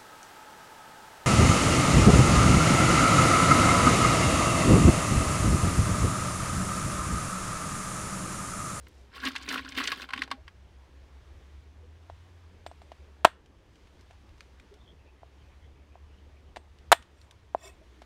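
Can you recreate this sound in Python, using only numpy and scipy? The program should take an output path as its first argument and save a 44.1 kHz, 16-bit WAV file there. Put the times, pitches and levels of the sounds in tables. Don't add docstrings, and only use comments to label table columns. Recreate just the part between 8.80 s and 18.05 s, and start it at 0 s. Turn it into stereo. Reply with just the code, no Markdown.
import sys
import numpy as np
from scipy import signal
from scipy.fft import rfft, irfft, next_fast_len
from scipy.io import wavfile
from scipy.ndimage import uniform_filter1d, map_coordinates

SR = 44100
rng = np.random.default_rng(int(sys.argv[2]) if len(sys.argv) > 2 else 0)


def master_out(mix):
    frames = np.transpose(np.atleast_2d(mix))
    ceiling = np.clip(frames, -1, 1)
    pcm = np.round(ceiling * 32767).astype(np.int16)
    wavfile.write(sys.argv[1], SR, pcm)


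N = 407925
TIME = np.arange(N) / SR
AGE = np.arange(SR // 4) / SR
TOP_HZ = 15850


def amp(db):
    return 10 ** (np.asarray(db) / 20)


def unit(x):
    return x / np.sqrt(np.mean(x ** 2) + 1e-20)


def peaked(x):
    return x / (np.abs(x).max() + 1e-20)


def along(points, hz):
    freqs, values = np.transpose(points)
    return np.interp(np.log(hz + 1), np.log(freqs + 1), values)


def curves(rows):
    times, *columns = np.transpose(rows)
    return [np.interp(TIME, times, column) for column in columns]


def wobble(knots_per_s):
    return map_coordinates(rng.standard_normal(int(N * knots_per_s / SR) + 4), [TIME * knots_per_s])


def swell(start_s, length_s, attack_s=.069, release_s=.051):
    early, late = np.maximum(start_s - TIME, 0), np.maximum(TIME - start_s - length_s, 0)
    return amp(-20 * (early / attack_s + late / release_s))


def scattered(start_s, end_s, per_s):
    draws = np.random.default_rng(rng.integers(1 << 30)).standard_normal((int((end_s - start_s) * per_s), 3))
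    slots = np.arange(len(draws)) + .5 + .5 * np.tanh(draws[:, 0])
    return np.column_stack([start_s + slots / per_s, draws[:, 1:]])


def add(track, start_s, x):
    part = track[max(round(start_s * SR), 0):][:len(x)]
    part += x[:len(part)]


def filtered(x, response):
    n = x.shape[-1]
    size = next_fast_len(n + 8192, True)
    return irfft(rfft(x, size) * response(np.fft.rfftfreq(size, 1 / SR)), size)[..., :n]


def coloured(x, spectrum, size=2048):
    cepstrum = irfft(np.log(amp(along(spectrum, np.fft.rfftfreq(size, 1 / SR))) + 1e-6))
    cepstrum[1:size // 2] *= 2
    cepstrum[size // 2 + 1:] = 0
    return signal.fftconvolve(x, irfft(np.exp(rfft(cepstrum))))[:len(x)]


def cut(x, hz, kind):
    return signal.sosfilt(signal.butter(2, np.clip(hz, 10, .45 * SR), kind, fs=SR, output="sos"), x)


def band(x, low_hz, high_hz):
    return cut(cut(x, low_hz, "high"), high_hz, "low")


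def burst(t60_s):
    return rng.standard_normal(len(AGE)) * amp(-60 * AGE / t60_s)


def ring(modes, scatter_db=0, detune=0):
    return sum(amp(db + scatter_db * rng.normal() - 60 * AGE / t60_s)
               * np.sin(2 * np.pi * hz * (1 + detune * rng.normal()) * AGE) for hz, db, t60_s in modes)


def sparks(per_s, spread_db, count=N):
    impulses = (rng.random(count) < per_s / SR) * rng.choice([-1, 1], count)
    return impulses * amp(spread_db * rng.standard_normal(count))


def ports(x, lag_samples):
    return filtered(x, lambda hz: np.exp(np.outer([1, -1], 1j * np.pi * hz * lag_samples / SR)))


# freq_hz, correlation
COHERENCE = [(60, 1.0), (180, 0.61), (550, 0.61), (1650, 0.83), (4970, 0.48), (15000, 0.15)]

def rush(spectrum, patchy_db):
    bins = signal.stft(rng.standard_normal((2, N)), nperseg=512)[2]
    patches = uniform_filter1d(rng.standard_normal(bins.shape[1:]), size=5, axis=0)
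    patches = unit(uniform_filter1d(patches, size=10, axis=1))
    pair = signal.istft(bins * amp(patchy_db * patches), nperseg=512)[1][:, :N]

    def mid_side(hz):
        angle = np.arccos(np.clip(along(COHERENCE, hz), -1, 1)) / 2
        return amp(along(spectrum, hz)) * [np.cos(angle), np.sin(angle)]

    mid, side = filtered(pair, mid_side)
    return unit(np.array([mid + side, mid - side]))


# time_s, pitch_hz, relative_db
DRONE = [(0, 68, -52), (1, 65, -58), (2.8, 71.4, -49), (3.45, 89, -50), (4.05, 73, -52.5),
         (4.45, 71.5, -50.5), (4.82, 68, -64.5), (5.2, 63.5, -56), (7.2, 71.5, -52), (8.3, 73, -54),
         (9.25, 62.5, -54.5)]
# time_s, beat_hz, depth_ratio
DRONE_BEATS = [(0, 4.53, .65), (2.5, 5.75, .75), (2.7, 9, .33)]

def hum():
    pitch_hz, relative_db = curves(DRONE)
    beat_hz, depth = curves(DRONE_BEATS)
    phase = 2 * np.pi * np.cumsum(pitch_hz + .6 * wobble(12)) / SR
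    beat_phase = 2 * np.pi * np.cumsum(beat_hz) / SR
    drone = unit(np.sin(phase) + depth * np.sin(phase - beat_phase))
    rumble = rush([(10, -17.5), (30, -4.5), (80, 3.5), (130, -7.5), (250, -34), (600, -94)], patchy_db=3)
    rumble = rumble.mean(axis=0) + .2 * rumble
    return amp(relative_db - 2.5) * drone + amp(-60.5) * rumble


def bubble(hz):
    life = AGE * hz / 5
    return life * np.exp(1 - life) * np.sin(2 * np.pi * hz * AGE * (1 + .01 * np.minimum(life, 6)))


# freq_hz, gain_db
HISS_SPECTRUM = [(530, -27.5), (900, -3), (1180, -5.5), (1720, -3.5), (2750, -7), (3210, -7), (4110, -11),
                 (6280, -14.5), (7230, -18.5), (11000, -25), (15000, -31)]
# freq_hz, gain_db
LOW_RUSH_SPECTRUM = [(71, -32.5), (120, -12), (194, -6), (231, -9.5), (275, -7.5), (400, -8.5),
                     (1200, -19.5), (1560, -36.5), (2640, -120)]
# start_s, pitch_hz, relative_db
STREAM_GULPS = [(1.575, 603, -52.5), (3.029, 472, -53), (5.911, 395, -48.5), (8.849, 380, -47),
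                (9.01, 615, -52.5)]

def stream():
    bubbles = np.zeros(N)
    for when, pitch, size in rng.random(size=(170, 3)):
        add(bubbles, when * N / SR, amp(-70 + 11 * size ** 4 - 7 * pitch) * bubble(300 * 4 ** (pitch ** 1.5)))
    for start_s, hz, db in STREAM_GULPS:
        add(bubbles, start_s, amp(db - 3.5) * bubble(hz))
    hiss = rush(HISS_SPECTRUM, patchy_db=.6) * amp(-67 + wobble(3.3))
    return hiss + amp(-63) * rush(LOW_RUSH_SPECTRUM, patchy_db=2.5) + bubbles


def chirps():
    start_s, end_s, sag_hz_per_s, fade_db_per_s = 6.0, 7.7, 250, 1.5
    notes = [(6.09, 3230, -61)]
    for centre_s, force, pitch in scattered(start_s, end_s, per_s=13):
        elapsed_s = centre_s - start_s
        hz = (2850 - sag_hz_per_s * elapsed_s) * np.exp(.15 * pitch)
        notes.append((centre_s, hz, -68.5 - fade_db_per_s * elapsed_s + 2 * force))
    out = np.zeros(N)
    blur, length_s = wobble(390), .0584
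    for centre_s, hz, db in notes:
        offset = (TIME - centre_s) / length_s
        phase = 2 * np.pi * np.cumsum(hz * (1 + .04 * np.clip(offset, -1, 1))) / SR
        out += amp(db) * blur * np.exp(-4 * offset ** 2) * np.sin(phase)
    return out


# freq_hz, t60_s
BANK_DECAY = [(200, .3), (2000, .4), (5000, .35), (14000, .2)]

def banks(x):
    hz, age_s, bins = signal.stft(rng.standard_normal((2, SR // 2)), SR, nperseg=256)
    decay = amp(-60 * age_s / along(BANK_DECAY, hz)[:, None])
    mid, side = signal.istft(bins * decay, SR, nperseg=256)[1]
    tail = mid + .35 * np.outer([1, -1], side)
    return signal.fftconvolve(cut(x, 1400, "high")[None], tail / np.linalg.norm(tail[0]), axes=1)[:, :N]


def rustle():
    grit = unit(band(sparks(per_s=3000, spread_db=3), 2900, 5500))
    out = amp(-71) * swell(.05, .16, attack_s=.25, release_s=.15) * grit
    add(out, .084, amp(-47.5) * peaked(cut(burst(.02), 3500, "high")))
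    return out


def shell(hz, t60_s):
    age_s = AGE[:SR // 32]
    modes_hz = np.minimum(hz * np.exp(.351 * rng.standard_normal((4, 1))), TOP_HZ)
    modes = np.sin(2 * np.pi * modes_hz * age_s) * rng.standard_normal((4, 1))
    return peaked(modes.sum(axis=0) * amp(-60 * age_s / t60_s))


def in_pot(x, cavity):
    return x + amp(-34) * signal.fftconvolve(x, cavity)[:len(x)]


# freq_hz, gain_db
RATTLE_SPECTRUM = [(240, -29.5), (400, -3.5), (663, -13.5), (942, -10.5), (1080, -6.5), (1240, 2.5),
                   (1590, 1), (3060, -5), (4770, -9), (6680, -25), (7910, -23), (12900, -34), (15500, -50)]

def grinding(cavity):
    start_s, length_s = .3, 1.3
    stirring = (TIME > start_s) & (TIME < start_s + length_s)
    touches = np.zeros(N)
    for when, pitch, size in rng.random(size=(2000, 3)):
        touch = amp(13 * size ** 3) * shell(1000 + 12000 * pitch, t60_s=.014)
        add(touches, start_s + length_s * when, touch)
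    grit = unit(sparks(per_s=4500, spread_db=7))
    grind = in_pot(coloured(.75 * grit + touches / np.std(touches[stirring]), RATTLE_SPECTRUM), cavity)
    return grind / np.std(grind[stirring])


RUMMAGE_START_S, RUMMAGE_LENGTH_S = .39, .84
# start_s, relative_db, centre_hz
HARD_CLACKS = [(.068, -39, 1720), (.462, -18.5, 1750), (.472, -16, 1900), (0.553, -22, 1400),
               (0.561, -16.5, 2650), (.625, -35, 5170), (.689, -18.5, 4500), (.741, -19.5, 3050),
               (0.778, -18.5, 2140), (.792, -22.5, 1590), (.889, -30.5, 4960), (.921, -27, 2600),
               (1.001, -18.5, 1900), (1.038, -20.5, 4770), (1.074, -12.5, 3930), (1.118, -13, 1700),
               (1.219, -27, 3420), (1.289, -27, 1110), (1.305, -25.5, 1560), (1.334, -13, 1770),
               (1.361, -29, 1700), (1.376, -21, 1840), (1.391, -27.5, 3010), (1.419, -12, 1850),
               (1.435, -27, 3500), (1.476, -33.5, 1090), (1.513, -13.5, 1200), (1.679, -31.5, 1790)]

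def clacks(cavity, rattle_gain):
    moments = scattered(RUMMAGE_START_S, RUMMAGE_START_S + RUMMAGE_LENGTH_S, per_s=30)
    jostles = [(s, 20 * np.log10(rattle_gain[int(s * SR)]) + 11 + 3 * force, 2920 * np.exp(.35 * pitch))
               for s, force, pitch in moments]
    out = np.zeros(N)
    for start_s, db, hz in HARD_CLACKS + jostles:
        echoes = (burst(.028) + .11 * burst(.1)) * (1 - np.exp(-AGE / .0013))
        contact = unit(cut(coloured(echoes, RATTLE_SPECTRUM), .5 * hz, "high"))
        note = unit(band(band(burst(.034), hz, hz), hz, hz))
        clack = amp(db - 29) * unit(cut(in_pot(contact + 1.1 * note, cavity), 710, "high"))
        graze = amp(-22) * np.std(clack) * unit(coloured(burst(.04), RATTLE_SPECTRUM))
        add(out, start_s, clack)
        add(out, start_s - .008, graze)
    return out


# pitch_hz, relative_db, t60_s
POT_MODES = [(264.5, -24, 0.12), (807, -12, 0.16), (1104, 3.5, 0.033), (1514, -21, 0.063),
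             (1684, -13.5, 0.043), (2200, -16.5, 0.032), (3160, -13, 0.072), (3660, -10.5, 0.041),
             (4220, -12.5, 0.045)]
# start_s, length_s, rattle_db, boom_db
HAND_PUSHES = [(.358, 0.013, -41, -61), (.445, .04, -34, -40), (.69, 0.086, -35.5, -44),
               (.975, 0.034, -30.5, -39), (1.035, 0.096, -38, -54), (1.17, 0.073, -45.5, -50),
               (1.35, 0.094, -52.5, -47), (1.52, 0.022, -64, -47)]

def pot():
    cavity = ring(POT_MODES)
    moves = HAND_PUSHES + [(RUMMAGE_START_S, RUMMAGE_LENGTH_S, -48.5, -54)]
    powers = sum(np.outer(amp(levels_db), swell(start_s, length_s, attack_s=.033, release_s=.041)) ** 2
                 for start_s, length_s, *levels_db in moves)
    rattle_gain, boom_gain = np.sqrt(powers)
    out = amp(-1) * rattle_gain * grinding(cavity)
    crackle = unit(cut(sparks(per_s=1100, spread_db=5), 5600, "high") * amp(4.7 * wobble(60)))
    out += amp(-51.5) * (rattle_gain / amp(-33)) ** 1.3 * crackle
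    boom = signal.fftconvolve(sparks(per_s=1200, spread_db=2.5), ring(POT_MODES[:1], scatter_db=1))[:N]
    out += amp(-.5) * boom_gain * unit(cut(boom, 316, "high"))
    return out + clacks(cavity, rattle_gain)


# freq_hz, gain_db
WOOD_SPECTRUM = [(40, -41), (120, -29), (200, -24), (300, -10), (460, -9), (560, -4), (680, 5), (820, -2.5),
                 (1000, -4), (1250, -16), (1500, -18), (2000, -30), (3000, -42.5), (6000, -61),
                 (15000, -79.5)]

def knock():
    blow = .03 * burst(.012) + amp(-46) * burst(.07)
    blow[0] = 1
    return peaked(cut(coloured(blow, WOOD_SPECTRUM), 150, "high"))


# pitch_hz, relative_db, t60_s
BLADE_MODES = [(704, -1.5, 0.036), (1040, -3.5, .05), (1860, 1, .24), (2213, -2, 0.088), (2600, 0.5, 0.083),
               (3480, -1.5, .18), (4960, -8, 0.08), (5593, -1, .07), (7217, 0, 0.096), (8400, -1, 0.16),
               (13400, -12, .08)]

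def blade():
    return peaked(ring(BLADE_MODES, scatter_db=1.5))


# start_s, level_db, click_db, blade_ratio
BLOCK_TAPS = [(3.299, -31, -24, 0), (3.864, -28, -13, .1), (3.914, -36.5, -20, 0), (4.018, -41, -12, .08),
              (4.118, -32.5, -15, 0), (5.309, -45.5, -7, 0), (6.432, -37.5, -33, 0), (7.155, -39.5, -32, 0),
              (7.761, -37.5, 0, .1), (7.769, -28, -12, .03), (8.748, -11.5, -53, 0),
              (9.219, -39.5, -7.5, 0)]

def taps():
    out = np.zeros(N)
    for start_s, db, click_db, blade_ratio in BLOCK_TAPS:
        click = amp(click_db + 6) * peaked(band(burst(.039), 980, 2948))
        tap = knock() + click + blade_ratio * peaked(cut(blade(), 4000, "high"))
        add(out, start_s, amp(db - .5) * tap)
    return out


# start_s, relative_db, centre_hz
SHELL_TICKS = [(4.6603, -54, 3100), (5.6068, -38, 2464), (5.7982, -47.5, 2466), (5.9404, -52.5, 3470),
               (7.9865, -54, 2883), (8.225, -48, 2950), (8.4146, -50, 4260), (8.5106, -46, 3730)]

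def loose_shells():
    first_s, last_s = 4.9, 5.9
    fingering = [(start_s, -57.5 + 2 * force, 3050 * np.exp(.2 * pitch))
                 for start_s, force, pitch in scattered(first_s, last_s, per_s=9.7)]
    out = np.zeros(N)
    for start_s, db, hz in SHELL_TICKS + fingering:
        tick = peaked(band(burst(.021) + .12 * burst(.13), .5 * hz, 1.5 * hz))
        note = ring([(hz, -9.5, .028)], scatter_db=.5)
        add(out, start_s, amp(db + 3.5) * (tick + note))
    rub = unit(band(sparks(per_s=3000, spread_db=3), 2200, 4200))
    return out + amp(-77.5 + 3.5 * wobble(18)) * swell(first_s, last_s - first_s) * rub


# start_s, length_s, relative_db
BLADE_SLIDES = [(8.395, 0.051, -77.5), (8.842, .04, -59.5)]

def slides():
    singing = sum(amp(db) * wobble(90) * np.sin(2 * np.pi * hz * TIME + wobble(130))
                  for hz, db, _ in BLADE_MODES)
    grit = sparks(per_s=1800, spread_db=0)
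    scrape = 1.3 * unit(coloured(grit, CRUNCH_SPECTRUM)) + unit(coloured(grit, WOOD_SPECTRUM))
    gain = sum(amp(db) * swell(start_s, length_s) for start_s, length_s, db in BLADE_SLIDES)
    return gain * (1.25 * singing + 1.3 * scrape)


def crack():
    snap = ring([(900, -2.5, .0038), (1300, -7.5, .0055)], scatter_db=1, detune=.01)
    return peaked(band(snap, 600, 4600))


# freq_hz, gain_db
CRUNCH_SPECTRUM = [(300, -23), (600, -3), (1050, 4.5), (2000, -10), (3700, -5.5), (4800, -14), (8300, -9.5),
                   (12500, -17), (15500, -22)]
# freq_hz, gain_db
BITE_SPECTRUM = [(400, -26), (900, -4.5), (1500, -1), (2100, -7.5), (3800, -12), (5500, -26), (15000, -41)]
# shell_s, wood_s, crack_db, crunch_db, block_db, rebound_db
CLEAVER_CHOPS = [(4.4470, 4.4500, -7.5, -20, -.5, -23), (8.1179, 8.1265, -1, -14.5, -4, -36.5)]

def chops():
    out = np.zeros(N)
    for shell_s, wood_s, crack_db, crunch_db, block_db, rebound_db in CLEAVER_CHOPS:
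        splinters = unit(coloured(sparks(per_s=20000, spread_db=1, count=len(AGE)), CRUNCH_SPECTRUM))
        landed_s = np.maximum(AGE - (wood_s - shell_s), 0)
        decay = amp(-60 * landed_s / .013) + amp(-22 - 60 * landed_s / .13)
        add(out, shell_s, amp(crunch_db) * splinters * decay)
        add(out, shell_s, amp(crack_db) * crack())
        bite = unit(coloured(burst(.025) + .042 * burst(.16), BITE_SPECTRUM))
        thud = peaked(cut(knock(), 330, "high"))
        add(out, wood_s, amp(block_db) * (thud + amp(-3) * crack() + amp(-26.5) * bite))
        add(out, wood_s, amp(crunch_db - 12) * blade())
        add(out, wood_s + .022, amp(rebound_db) * knock())
    return out


def scene():
    at_pot = pot() + rustle()
    at_block = chops() + taps() + loose_shells() + slides()
    near = ports(at_pot, lag_samples=.15) + ports(at_block, lag_samples=.8)
    return near + amp(-31.5) * banks(at_pot + at_block) + stream() + chirps() + hum()


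def record(dry):
    depth_db, recover_s = 3, .28
    last_overload_s = np.maximum.accumulate(np.where(np.abs(dry).max(axis=0) > 1, TIME, -np.inf))
    duck_db = cut(depth_db * np.exp((last_overload_s - TIME) / recover_s), 8.8, "low")
    ducked = np.clip(dry, -1, 1) * amp(-duck_db)
    return filtered(ducked, lambda hz: .5 - .5 * np.tanh((hz - TOP_HZ) / 150))


dry = scene()
out = record(dry)
master_out(out)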